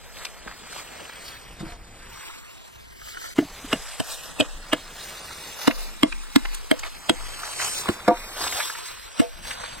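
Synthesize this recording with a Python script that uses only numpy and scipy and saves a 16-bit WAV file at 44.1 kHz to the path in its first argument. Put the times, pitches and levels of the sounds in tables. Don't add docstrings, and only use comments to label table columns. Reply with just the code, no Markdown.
import sys
import numpy as np
from scipy import signal
from scipy.io import wavfile
from scipy.ndimage import uniform_filter1d

SR = 44100
rng = np.random.default_rng(int(sys.argv[2]) if len(sys.argv) > 2 else 0)


def digitize_waveform(pressure):
    field = np.atleast_2d(pressure).T
    bounded = np.clip(field, -1, 1)
    quanta = np.round(bounded * 32767).astype(np.int16)
    wavfile.write(sys.argv[1], SR, quanta)


N = 432180
REALIGN_S = 3.347


def gain_of(db):
    return 10 ** (np.asarray(db) / 20)


def evened(x):
    return x / np.sqrt(np.mean(x ** 2) + 1e-20)


def read(points, hz):
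    f, value = np.transpose(points)
    return np.interp(np.log(hz + 1), np.log(f + 1), value)


def add(mix, s, sound):
    part = mix[round(s * SR):][:len(sound)]
    part += sound[:len(part)]


def ring(drive, hz, t60):
    pole = np.exp(2j * np.pi * hz / SR - np.log(1000) / (t60 * SR))
    out = signal.lfilter([1], [1, -pole], drive + 0j).imag
    return out / (abs(out).max() + 1e-12)


def bite(ms, size=4096):
    from_centre_ms = (np.arange(size) / SR - .03) * 1000
    return np.exp(-.5 * (from_centre_ms / max(ms, .1)) ** 2)


def noise(level_db, patchy_db, flicker_db):
    frames, hz = N // 128 + 5, np.fft.rfftfreq(512, 1 / SR)
    real, imaginary, patches = rng.standard_normal((frames, 257, 3)).T
    patches = uniform_filter1d(patches, size=8, axis=0)
    patches = evened(uniform_filter1d(patches, size=14, axis=1))
    flicker = evened(uniform_filter1d(rng.standard_normal(frames), size=3))
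    t = np.arange(frames) * 128 / SR
    total_db = level_db(t, hz[:, None]) + patchy_db * patches + flicker_db * flicker
    z = (real + 1j * imaginary) * gain_of(total_db)
    return signal.istft(z, nperseg=512, noverlap=384)[1][:N]


def forest():
    # f/Hz, density/dB per Hz
    hiss_colour = [(40, -73), (80, -79), (160, -64), (320, -69), (640, -70.5), (1250, -78.5), (2500, -75.5),
                   (4000, -129), (6000, -103.5), (7200, -96), (8400, -100.5), (9600, -99), (11000, -101),
                   (13000, -100), (15500, -107)]
    # t/s, level/dB
    gusts = [(0, -46), (1.15, -58.5), (1.65, -42), (2.3, -51.5), (3.1, -49.5), (3.6, -48.5), (5.2, -54.5),
             (7.6, -56), (9.8, -48)]
    hiss_db = -51.5
    hiss = evened(noise(lambda t, hz: read(hiss_colour, hz) + 0 * t, patchy_db=1.0, flicker_db=2.0))
    low_band = signal.butter(2, [12, 60], "band", fs=SR, output="sos")
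    wind = evened(signal.sosfilt(low_band, rng.standard_normal(N)))
    s, wind_db = np.transpose(gusts)
    return gain_of(hiss_db) * hiss + gain_of(np.interp(np.arange(N) / SR, s, wind_db)) * wind


def movement(t):
    # t/s, level/dB, brightness/dB at the top of the band
    rustle = [(0, -50.5, -0.5), (0.903, -45.5, -1.5), (1.302, -43, -5.5), (1.799, -56, -1.5),
              (2.271, -40.5, -3.5), (2.42, -47, -3), (2.948, -51, -3), (3.1, -45, 5), (3.503, -47.5, 0),
              (3.818, -42.5, 2), (4.651, -46.5, -1), (5.452, -41, 1.5), (5.953, -45.5, -0.5),
              (7.018, -45.5, 1), (7.2, -40.5, -2), (7.8, -36.5, 7.5), (8.0, -41.5, -4), (8.351, -40.5, 2),
              (8.583, -34, 7.5), (8.82, -41, -2), (9.349, -47, -1), (9.8, -41, -3)]
    # peak t/s, level/dB, half length/s, brightness/dB
    swishes = [(0.216, -42, .05, -1.5), (0.484, -44.5, .03, -9), (0.757, -42, .06, 2.5),
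               (0.965, -42, .05, -5.5), (1.28, -46, .06, 8), (1.699, -43.5, .04, -5.5),
               (3.162, -48, .05, -13), (3.255, -42, 0.032, 1.5), (3.724, -39.5, .03, -2),
               (4.117, -42.5, 0.038, 8.5), (4.238, -43, .04, 1.5), (4.408, -39, .04, -7),
               (5.053, -45.5, 0.077, 6.5), (5.642, -38, .04, 5.5), (5.809, -44, .05, 7.5),
               (6.539, -41, 0.027, -2), (6.857, -35, .02, -7), (7.641, -31.5, .04, 4),
               (7.865, -37, .03, -12), (8.117, -41, .03, -21), (8.43, -32, .04, 1.5),
               (8.594, -31.5, .04, -2.5), (8.873, -41, .04, 5.5), (9.206, -40, .04, -3),
               (9.497, -36, .04, 0.5), (9.65, -39, 0.059, -3)]
    s, level_db, bright_db = np.transpose(rustle)
    peak, swish_db, half, swish_bright_db = np.transpose(swishes)[:, :, None]
    bed = gain_of(np.interp(t, s, level_db)) ** 2
    swish = gain_of(swish_db) ** 2 * np.exp(-((t - peak) / half) ** 2)
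    power = bed + swish.sum(axis=0)
    brightness = (bed * np.interp(t, s, bright_db) + (swish * swish_bright_db).sum(axis=0)) / power
    return 10 * np.log10(power), brightness


def coat():
    # f/Hz, density/dB per Hz
    fabric = [(40, -75), (80, -61), (160, -115), (320, -68), (640, -65), (1250, -64.5), (2500, -67),
              (4000, -67), (6000, -70), (7200, -71), (8400, -67), (9600, -77.5), (11000, -78.5),
              (13000, -76), (15500, -83.5)]

    def colour(t, hz):
        level_db, bright_db = movement(t)
        share = np.clip(np.log(hz / 2200 + 1e-9) / np.log(2.5), 0, 1)
        return read(fabric, hz) + level_db + share * bright_db

    rub = noise(colour, patchy_db=2.0, flicker_db=1.06)
    snaps = rng.random(N) < 500 / SR
    creases = gain_of(0.8 * np.minimum(rng.exponential(1, N), 5)) * snaps
    crackle = evened(signal.oaconvolve(creases, np.hanning(90))[:N])
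    return gain_of(50.5) * rub * (1 + 0.075 * crackle)


def litter():
    count, over_db, spread_db = 50, 3, 4
    middle_hz = 1600
    t = np.arange(.05, N / SR - .1, .001)
    level_db = movement(t)[0]
    busy = np.cumsum(gain_of(level_db))
    when, size, pitch = rng.random((count, 3)).T
    s = np.interp(when * busy[-1], busy, t)
    peak_db = np.interp(s, t, level_db) + over_db - spread_db * np.log(1 - .9 * size)
    return list(zip(s, peak_db, middle_hz * 2 ** (2 * pitch - 1)))


def chips():
    # t/s, level/dB, centre f/Hz
    landings = [(0.169, -32, 2360), (0.252, -18.5, 4230), (0.266, -29, 2420), (0.477, -25, 1570),
                (0.513, -26.5, 1520), (0.524, -33, 1590), (0.727, -29, 1410), (0.762, -28, 950),
                (1.053, -32, 2720), (1.095, -27.5, 1590), (3.017, -33.5, 1400), (3.074, -32.5, 1230),
                (3.087, -34, 1900), (3.114, -44, 1500), (3.147, -30, 1530), (3.164, -49, 900),
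                (3.172, -22, 1270), (3.217, -28, 1240), (3.227, -40, 1350), (3.243, -30, 1250),
                (3.258, -33, 1700), (3.702, -34, 2850), (5.309, -32, 1520), (5.71, -15.5, 2280),
                (6.125, -18, 2390), (6.454, -19, 1960), (6.547, -20.5, 8040), (6.794, -21.5, 7000),
                (6.835, -20, 2070), (7.435, -20, 1320), (7.476, -27, 2030), (7.599, -17.5, 1780),
                (7.62, -17.5, 2120), (7.858, -20.5, 980), (7.87, -31, 1400), (8.171, -28, 2650),
                (8.438, -21, 3270), (8.476, -17.5, 3950), (8.526, -18.5, 2500), (8.603, -13.5, 1780),
                (8.7, -19, 1440), (8.754, -24.5, 1600), (1.722, -31, 2300), (9.474, -30, 2350),
                (9.51, -20, 2420), (9.637, -20.5, 1160)]
    chip_ms = 3.7
    out = np.zeros(N)
    rising = np.arange(4096) < .03 * SR
    envelope = np.where(rising, bite(chip_ms * .65), bite(chip_ms))
    for s, peak_db, hz in landings + litter():
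        bassless = signal.lfilter([1, -1], [1, -.9], rng.standard_normal(4096))
        burst = envelope * bassless
        chip = ring(burst, hz, 5 / hz + 0.00024) + 0.006 * burst
        add(out, s - .029, gain_of(peak_db) * chip)
    return out


def trees(x):
    t = np.arange(9000) / SR
    tail = rng.standard_normal(9000) * gain_of(-60 * t / 0.17) * (t > .006)
    tail = signal.sosfilt(signal.butter(1, [400, 2500], "band", fs=SR, output="sos"), tail)
    return signal.oaconvolve(x, tail / np.linalg.norm(tail))[:N]


def swing(hz, ms, lag_ms):
    sway = np.sin(2 * np.pi * hz * (np.arange(4096) / SR - .03))
    return np.roll(bite(ms) * sway, round(lag_ms * SR / 1000))


def blows():
    # t/s, thud f/Hz, thud/dB, knock/dB, crack/dB, blade/dB,
    # splinter/dB, stand shake/dB, bite/ms, knock f/Hz, blade f/Hz, thud lag/ms
    strikes = [(0.461, 243, -35.5, -33, -55, -60, -60, -60, 2, 640, 3100, 1.2),
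               (1.607, 172, -26, -40, -40.5, -54, -42, -35, 15, 710, 3060, 0),
               (3.388, 302, -8, -12, -24.5, -25, -35, -45, 5.9, 662, 2940, -1.2),
               (3.645, 273, -30.5, -46, -55, -60, -60, -60, 3, 640, 3100, 1.2),
               (3.731, 277, -15, -16, -18.5, -11, -24, -24, 3.4, 660, 2910, 1.1),
               (4.002, 268, -16.5, -24.5, -27, -20, -18.5, -25, 2.9, 652, 3100, -1),
               (4.402, 287, -11, -11, -44, -11.5, -12, -20, 2.6, 640, 2630, -1.8),
               (4.409, 273, -40, -39, -48, -5, -28, -43, 2.5, 660, 3110, -6),
               (4.733, 300, -14.5, -15.5, -16.5, -9, -17, -31, 2.63, 640, 3030, -1),
               (5.678, 282, -5, -14.5, -18, -16, -22.5, -14, 3.9, 667, 3000, 1.3),
               (6.033, 291, -7, -12, -12.5, -5.5, -15, -14.5, 0.94, 620, 3260, 2.1),
               (6.361, 277, -3, -35, -15.5, -12.5, -13, -11, 1.35, 640, 3330, 1.6),
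               (6.714, 295, -8.5, -15, -15, -9.5, -14, -20.5, 1.65, 620, 3180, 0.5),
               (7.097, 320, -10.5, -19, -18, -4.5, -13.5, -16, 1.44, 675, 3240, 5),
               (7.888, 212, -18, -22, -21, -16.5, -24, -46, 3, 640, 2920, 1.4),
               (7.895, 350, -15, -30, -42, -44, -45, -55, 3.3, 680, 3100, -0.3),
               (8.083, 212, -21, -13, -19.5, -32, -50, -25.5, 5.1, 555, 2870, 0.5),
               (9.201, 281, -5.5, -18.5, -27.5, -20, -17.5, -24, 6.4, 676, 2880, -1.1)]
    # f/Hz, level/dB, t60/s,
    # column of the strike that sets the level (rounded, counted from 0; some upper modes follow the shake)
    knock_modes = [(454, -3.5, 0.027, 3), (900, -42, 0.095, 3), (1240, -6, 0.0021, 4), (1470, -6, 0.018, 4),
                   (1760, -4, 0.021, 4), (2150, -1, 0.014, 4), (2650, -18, 0.0087, 5),
                   (3770, -1, 0.0048, 6.72), (4810, -2.5, 0.0019, 6.62), (5970, -29, 0.0088, 5.7),
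                   (7120, -9.5, 0.011, 6.73), (8087, -5.5, 0.011, 5.6), (11500, -15, 0.0013, 6)]
    thud_t60, knock_t60, blade_t60 = .041, .04, .013
    sag_share, sag_db, sag_t60 = 0.877, -14, 0.088
    shake_hz, shake_t60 = 24.8, 0.72
    crack_band = signal.butter(1, [500, 5000], "band", fs=SR, output="sos")
    no_bass = signal.butter(2, 130, "high", fs=SR, output="sos")
    out, t = np.zeros(N), np.arange(SR // 2) / SR
    for row in strikes:
        s, thud_hz, thud_db, knock_db, crack_db, blade_db, _, shake_db, ms, knock_hz, blade_hz, lag_ms = row
        entry = bite(ms) ** 2 + .15 * bite(3.5 * ms)
        tear = entry * rng.standard_normal(4096) * gain_of(3.0 * rng.standard_normal(4096))
        push = swing(thud_hz, 2.1, lag_ms)
        thud = ring(push, thud_hz, thud_t60) + 0.07 * ring(push, thud_hz * 0.53, 0.03)
        sound = gain_of(thud_db) * thud
        sound += gain_of(thud_db + sag_db) * ring(push, thud_hz * sag_share, sag_t60)
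        crack = signal.sosfilt(crack_band, tear)
        sound += gain_of(crack_db - 4.0) * crack / abs(crack).max()
        jolt = np.roll(tear * bite(ms * 0.2), 60)
        sound += gain_of(knock_db) * ring(jolt, knock_hz, knock_t60)
        sound += gain_of(blade_db - 1) * ring(tear, blade_hz, blade_t60)
        for hz, db, t60, column in knock_modes:
            spread = 1 + .02 * rng.standard_normal()
            drive = tear if hz > 1100 else jolt
            sound += gain_of(row[int(round(column))] + db) * ring(drive, hz * spread, t60)
        add(out, s - .03, signal.sosfilt(no_bass, sound))
        sway = (1 - np.exp(-(t / .1) ** 3)) * gain_of(-60 * t / shake_t60)
        add(out, s, gain_of(shake_db) * sway * np.sin(2 * np.pi * shake_hz * t))
    return out


def trunk():
    # t/s, level/dB, pitch factor, stilled after/s, favoured f/Hz, fall away from it/dB per octave
    touches = [(1.609, -34.5, 1.08, .02, 350, 10), (1.63, -26, 1., 0.16, 323, 26),
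               (1.69, -42, 1.01, .09, 705, 22), (1.72, -38.5, 1.01, .06, 705, 15),
               (1.74, -47, 1.01, 0.036, 705, 16), (8.0795, -12, 1., .06, 1000, 1),
               (8.0895, -17, 1., 0.067, 606, 3), (8.1094, -14.5, 1., .04, 900, 14),
               (8.116, -14.5, 1., 0.02, 320, 8), (9.217, -19.5, .955, .09, 690, 27),
               (9.236, -25, .955, 0.11, 506, 29)]
    # f/Hz, level/dB, t60/s
    trunk_modes = [(205, -9, .12), (323, -3, .18), (436, -12, .05), (506, -2, .17), (545, -10, .06),
                   (705, 0, .19), (942, -5, .19), (1184, -5, .15), (1437, -8, .10), (1696, -6, .07),
                   (2342, -13, .06), (2600, -13, .06)]
    out = np.zeros(N)
    tap = np.diff(bite(0.26, size=9000), prepend=0)
    for s, level_db, factor, stilled, favoured_hz, fall_db in touches:
        grip = np.exp(-(np.arange(9000) / SR / (stilled + .03)) ** 4)
        spot_db = 1.5 * rng.standard_normal(len(trunk_modes))
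        modes = np.zeros(9000)
        for k, (hz, db, t60) in enumerate(trunk_modes):
            mode_db = db + spot_db[k] - fall_db * abs(np.log2(hz / favoured_hz))
            modes += (-1) ** k * gain_of(mode_db) * ring(tap, hz * factor, t60)
        add(out, s - .03, gain_of(level_db) * grip * modes)
    return out


def bounces():
    # t/s, thud f/Hz, thud/dB, knock f/Hz, knock/dB
    rebounds = [(1.627, 192, -27, 700, -50), (1.665, 150, -35, 700, -52), (3.401, 314, -17, 650, -39),
                (3.419, 280, -27, 634, -41), (3.426, 278, -25, 660, -30), (3.45, 170, -37, 626, -50),
                (3.744, 292, -28, 504, -33), (3.757, 169, -33, 640, -38), (4.012, 210, -37, 693, -32),
                (4.413, 270, -31, 645, -20), (4.421, 290, -22, 526, -24), (4.745, 280, -45, 494, -30),
                (5.699, 257, -23, 665, -23.5), (5.72, 248, -34, 520, -34), (6.044, 282, -38, 648, -15.5),
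                (6.058, 300, -25, 504, -31), (6.077, 283, -37, 520, -31), (6.372, 254, -27, 666, -30),
                (6.725, 258, -30, 637, -17.5), (6.739, 300, -31, 506, -27), (6.768, 270, -43, 516, -39),
                (7.11, 260, -21, 490, -24.5), (7.126, 200, -33, 500, -36), (7.14, 280, -43, 497, -36),
                (9.215, 256, -23, 485, -28), (4.001, 106, -23, 170, -24), (4.41, 110, -27, 170, -25),
                (4.74, 160, -34, 640, -38), (5.675, 90, -28, 500, -25), (6.03, 90, -29.5, 170, -40),
                (6.359, 90, -23, 496, -32), (6.713, 90, -27, 170, -23), (7.096, 100, -32, 180, -25),
                (7.892, 95, -24.5, 480, -21), (9.199, 95, -19, 170, -21)]
    push_ms, t60 = 0.76, 0.056
    out = np.zeros(N)
    for s, thud_hz, thud_db, knock_hz, knock_db in rebounds:
        thud = gain_of(thud_db) * ring(swing(thud_hz, push_ms, 0), thud_hz, t60)
        knock = gain_of(knock_db) * ring(swing(knock_hz, push_ms, 0), knock_hz, t60)
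        add(out, s - .03, thud + knock)
    return out


def scene():
    hits = blows() + bounces() + trunk() + chips()
    mono = hits + gain_of(-24) * trees(hits) + coat() + forest()
    return np.array([mono, mono])


def slips(t, hz):
    # t/s, low f/Hz, high f/Hz, lead/rad
    jumps = [(0, 0, 430, -2.5), (0, 430, 3600, -.5), (.4, 0, 800, -1.5), (.68, 0, 1200, 1.4),
             (1.15, 1600, 3600, 1), (1.48, 0, 1300, -.6), (2.02, 600, 820, 2.7), (2.11, 200, 600, 2.7),
             (2.2, 0, 200, 2.8), (2.2, 1100, 1500, .9), (2.25, 1500, 3600, 1.9), (2.3, 820, 1100, 1),
             (2.55, 600, 820, 1.6), (2.6, 1100, 1500, -2), (2.7, 600, 820, 2.7), (2.7, 820, 1100, -1.7),
             (2.69, 0, 200, -1.7), (2.85, 2200, 2800, 3.1), (2.9, 2950, 3400, .4), (3.0, 820, 1100, 3),
             (3.0, 1100, 1900, 1), (3.81, 0, 430, 2.9), (4.0, 1900, 2300, -2.9), (4.15, 430, 1300, -.5),
             (4.2, 0, 430, -2.2), (4.25, 7300, 9300, -.4), (4.55, 0, 430, -.7), (4.65, 1900, 3300, 1),
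             (5.15, 2950, 3400, 3.1), (5.52, 0, 430, -2.3), (5.55, 7300, 9300, 3), (6.25, 7300, 9300, 1.7),
             (6.6, 7300, 9300, -2), (7.0, 7300, 9300, .5), (5.63, 1300, 2600, -1.1), (5.88, 200, 430, -.6),
             (5.9, 2950, 3600, 2.1), (5.9, 7300, 9300, .6), (5.94, 430, 820, 2.5), (6.22, 200, 430, 2.4),
             (6.6, 2600, 3600, -1.1), (6.6, 0, 430, 2.7), (6.6, 430, 820, 1.9), (6.95, 0, 430, 1.9),
             (6.98, 600, 820, -1), (6.95, 3400, 3850, 3.1), (7.15, 430, 620, 2), (7.75, 2700, 3300, -2.8),
             (7.8, 3350, 4100, -1.1), (7.75, 0, 430, .7), (7.75, 430, 820, 1.2), (7.99, 430, 1250, 0),
             (8.35, 2600, 3600, -.9), (8.56, 0, 430, 2.9), (8.6, 430, 820, 2.6), (8.9, 0, 200, -1.6),
             (8.98, 820, 1280, 1.7), (9.1, 0, 400, 2.9), (9.08, 400, 820, -1.6), (9.35, 0, 430, -1.3)]
    born, mid, width, angle = rng.random((len(t), 4)).T
    creep = rng.standard_normal((len(t), len(hz)))
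    creep = evened(uniform_filter1d(creep, size=9, axis=1)) * .27
    creep = np.round(np.clip(creep, -1, 1)).astype(int)
    lead, bins = np.zeros((len(hz), len(t))), np.arange(len(hz))
    now = 2 * np.pi * rng.random(len(hz) // 8 + 1).repeat(8)[:len(hz)]
    due = np.searchsorted(t, [row[0] for row in jumps])
    for k, s in enumerate(t):
        now = now[np.clip(bins + creep[k], 0, len(hz) - 1)]
        if born[k] < .3:
            mid_hz = 3700 + 13000 * mid[k]
            half_hz = (80 + 200 * width[k]) * (1 + 8 * (mid_hz > 12500))
            now[abs(hz - mid_hz) < half_hz] = 2 * np.pi * angle[k]
        if k and t[k - 1] < REALIGN_S <= s:
            now = 0 * now
        for row in np.flatnonzero(due == k):
            _, low, high, held = jumps[row]
            now[(hz >= low) & (hz < high)] = held
        lead[:, k] = now
    jitter = uniform_filter1d(rng.standard_normal(lead.shape), size=5, axis=1)
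    return lead + .2 * evened(jitter)


def record(dry):
    edge_hz = 15950
    dip = 0.74 * np.exp(-((np.arange(N) / SR - REALIGN_S) / 0.011) ** 4)
    dry = dry * (1 - dip)
    hz, t, z = signal.stft(dry[1], SR, nperseg=1024, noverlap=768)
    lagged = z * np.exp(-1j * slips(t, hz))
    right = signal.istft(lagged, SR, nperseg=1024, noverlap=768)[1][:N]
    pair = np.clip([dry[0], gain_of(0.42) * right], -1, 1)
    low_pass = signal.firwin(1023, edge_hz, window=("kaiser", 11), fs=SR)
    return signal.oaconvolve(pair, low_pass[None], "same")


dry = scene()
out = record(dry)
digitize_waveform(out)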